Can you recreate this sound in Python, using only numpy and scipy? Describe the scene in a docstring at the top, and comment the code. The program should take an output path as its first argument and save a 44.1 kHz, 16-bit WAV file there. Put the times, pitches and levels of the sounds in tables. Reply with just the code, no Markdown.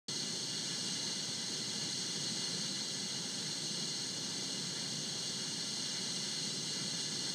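"""Indoors, with the microphone close to a running optical sorting machine with a turning glass table.
Compressed air hisses steadily from a nozzle and rings the cavities of its fittings and the metal frame.
Under it a fan's turbulence rumbles in the housing, and a small motor hums faintly in wavering tones.
One microphone, in mono, with a faint hiss of its own."""
import sys
import numpy as np
from scipy import signal
from scipy.fft import rfft, irfft
from scipy.io import wavfile
from scipy.ndimage import uniform_filter1d

SR = 44100
rng = np.random.default_rng(int(sys.argv[2]) if len(sys.argv) > 2 else 0)


def master_out(mix):
    """Clip the mix to full scale and print it as 16-bit PCM to the path in sys.argv[1]."""
    frames = np.transpose(np.atleast_2d(mix))
    ceiling = np.clip(frames, -1, 1)
    pcm = np.round(ceiling * 32767).astype(np.int16)
    wavfile.write(sys.argv[1], SR, pcm)


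N = 323694

# broad hiss of the air jet (frequency [Hz], level [dB per Hz])
JET_HISS = [(400, -110), (850, -92.5), (1150, -97), (1550, -84.5), (2200, -91), (2550, -94), (3100, -82),
            (4300, -86), (5000, -81), (6600, -79), (7300, -85.5), (8600, -83), (9800, -99), (12000, -125)]
# resonances of nozzle, fittings and frame (frequency [Hz], half width [Hz], level [dB per Hz])
RESONANCES = [(815, 26, -84.5), (916, 59, -86), (1380, 44, -87), (1712, 23, -80), (2030, 48, -79.6),
              (2186, 39, -90), (2347, 33, -85.5), (2882, 39, -73), (3232, 62, -78), (3310, 28, -76),
              (3450, 83, -78), (3598, 58, -76.5), (3993, 43, -69.5), (4163, 77, -71.5), (4296, 55, -67),
              (4457, 68, -70.5), (4610, 36, -74), (4823, 39, -76.5), (5140, 50, -80.5), (5376, 54, -74.7),
              (5740, 43, -79), (5900, 43, -79), (6307, 62, -73.5), (6490, 86, -75.5), (6704, 46, -78),
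              (7820, 60, -81), (8180, 270, -84.5), (8680, 61, -83.5), (10652, 210, -94), (11100, 110, -103)]
# narrow bands where the paths of the hiss cancel (frequency [Hz], half width [Hz], depth [dB])
PATH_NULLS = [(1796, 24, 6), (3386, 22, 8), (3690, 69, 2.5), (3860, 23, 2), (5010, 41, 12),
              (7210, 135, 8.5), (7630, 31, 6), (7920, 57, 7), (8530, 120, 9.5), (10130, 150, 28)]
# turbulence of the fan in the housing (frequency [Hz], level [dB per Hz])
FAN_RUMBLE = [(20, -115.4), (50, -100.5), (90, -91), (118, -76.5), (150, -69), (205, -70), (290, -77.5),
              (350, -76), (410, -80), (520, -82), (700, -89.5), (1200, -92), (3000, -123.8)]
# tones of motor and fan (frequency [Hz], level [dB], pitch waver [Hz])
HUM_TONES = [(188.6, -65.5, 2.99), (266.6, -63, 2.43), (298, -73, 1.4), (380, -64, 7.01), (535, -75.5, .6)]


def air_jet(low_hz=2500):
    """Close by, the nozzle hisses and rings the cavities; eddies in the one flow make both flutter."""
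    drift_db = 0.41 * walk(per_s=3.07)  # the air supply is nearly steady
    flow_db = drift_db + 0.3 * walk(per_s=28)
    paths = undb(-sum(depth * bell(hz, width) ** 2 for hz, width, depth in PATH_NULLS))
    # unrelated eddies feed the cavities, so their powers add
    cavities = np.sqrt(sum((undb(db) * bell(hz, width)) ** 2 for hz, width, db in RESONANCES))
    hiss = turbulence(slope(JET_HISS) * paths, swell_db=flow_db)
    ring = turbulence(cavities * paths, swell_db=flow_db + 0.38 * walk(per_s=5))
    air = hiss + ring
    # the large eddies are fewer, so the low end of the jet is less steady
    low = irfft(rfft(air) * (bins() < low_hz), N)
    low_flutter_db = 0.98 * walk(per_s=20)
    return air - low + low * undb(low_flutter_db)


def fan(trim_db=-0.17):
    """Under the hiss, the fan's turbulence rumbles in the housing, swelling and fluttering at random."""
    swell_db = 0.3 * walk(per_s=8)
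    flutter_db = 0.72 * walk(per_s=22)
    return turbulence(slope(FAN_RUMBLE), trim_db + swell_db + flutter_db)


def motor(unsteady_db=2.):
    """In the background, faint tones of motor and fan waver in pitch and strength."""
    hum = 0
    for hz, db, waver_hz in HUM_TONES:
        pitch_hz = hz + waver_hz * walk(per_s=14)
        phase = 2 * np.pi * np.cumsum(pitch_hz) / SR
        rms = undb(db + unsteady_db * walk(per_s=5))
        hum = hum + np.sqrt(2) * rms * np.sin(phase)
    return hum


def turbulence(response, swell_db=0):
    """Random pressure of 0 dB per Hz that swells in time, then passes a frequency response."""
    pressure = rng.standard_normal(N) * np.sqrt(SR / 2) * undb(swell_db)
    return irfft(rfft(pressure) * response, N)


def walk(per_s):
    """A smooth random wander with a spread of 1, heading for per_s new values a second."""
    hold = max(int(SR / per_s), 2)
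    steps = np.repeat(rng.standard_normal(N // hold + 1), hold)
    smooth = uniform_filter1d(uniform_filter1d(steps, hold), hold)[:N]
    return smooth / smooth.std()


def slope(points):
    """Gain per bin through (frequency [Hz], level [dB]) points on a log-frequency axis."""
    hz, db = np.transpose(points)
    return undb(np.interp(np.log(bins() + 1), np.log(hz), db))


def bell(hz, half_width):
    """Gain per bin of a resonance applied twice, 1 at its centre."""
    return 1 / (1 + ((bins() - hz) / half_width) ** 2)


def bins():
    """The frequency of every spectral bin, in Hz."""
    return np.arange(N // 2 + 1) * SR / N


def undb(db):
    """Decibels to gain."""
    return 10 ** (np.asarray(db) / 20)


def scene():
    """Air, fan and motor, heard from one spot close to the machine."""
    return (air_jet() + fan() + motor())[None]


def record(dry, self_noise_db=-108.5, open_at_s=0.083, fade_s=.002, top_hz=15250):
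    """The microphone adds its own faint hiss, opens after a moment and cuts the top."""
    self_noise = turbulence(undb(self_noise_db))
    fade_in = np.clip((np.arange(N) / SR - open_at_s) / fade_s + .5, 0, 1)
    lowpass = signal.ellip(12, .1, 70, top_hz, fs=SR, output="sos")
    return signal.sosfilt(lowpass, (dry + self_noise) * fade_in)


dry = scene()
out = record(dry)
master_out(out)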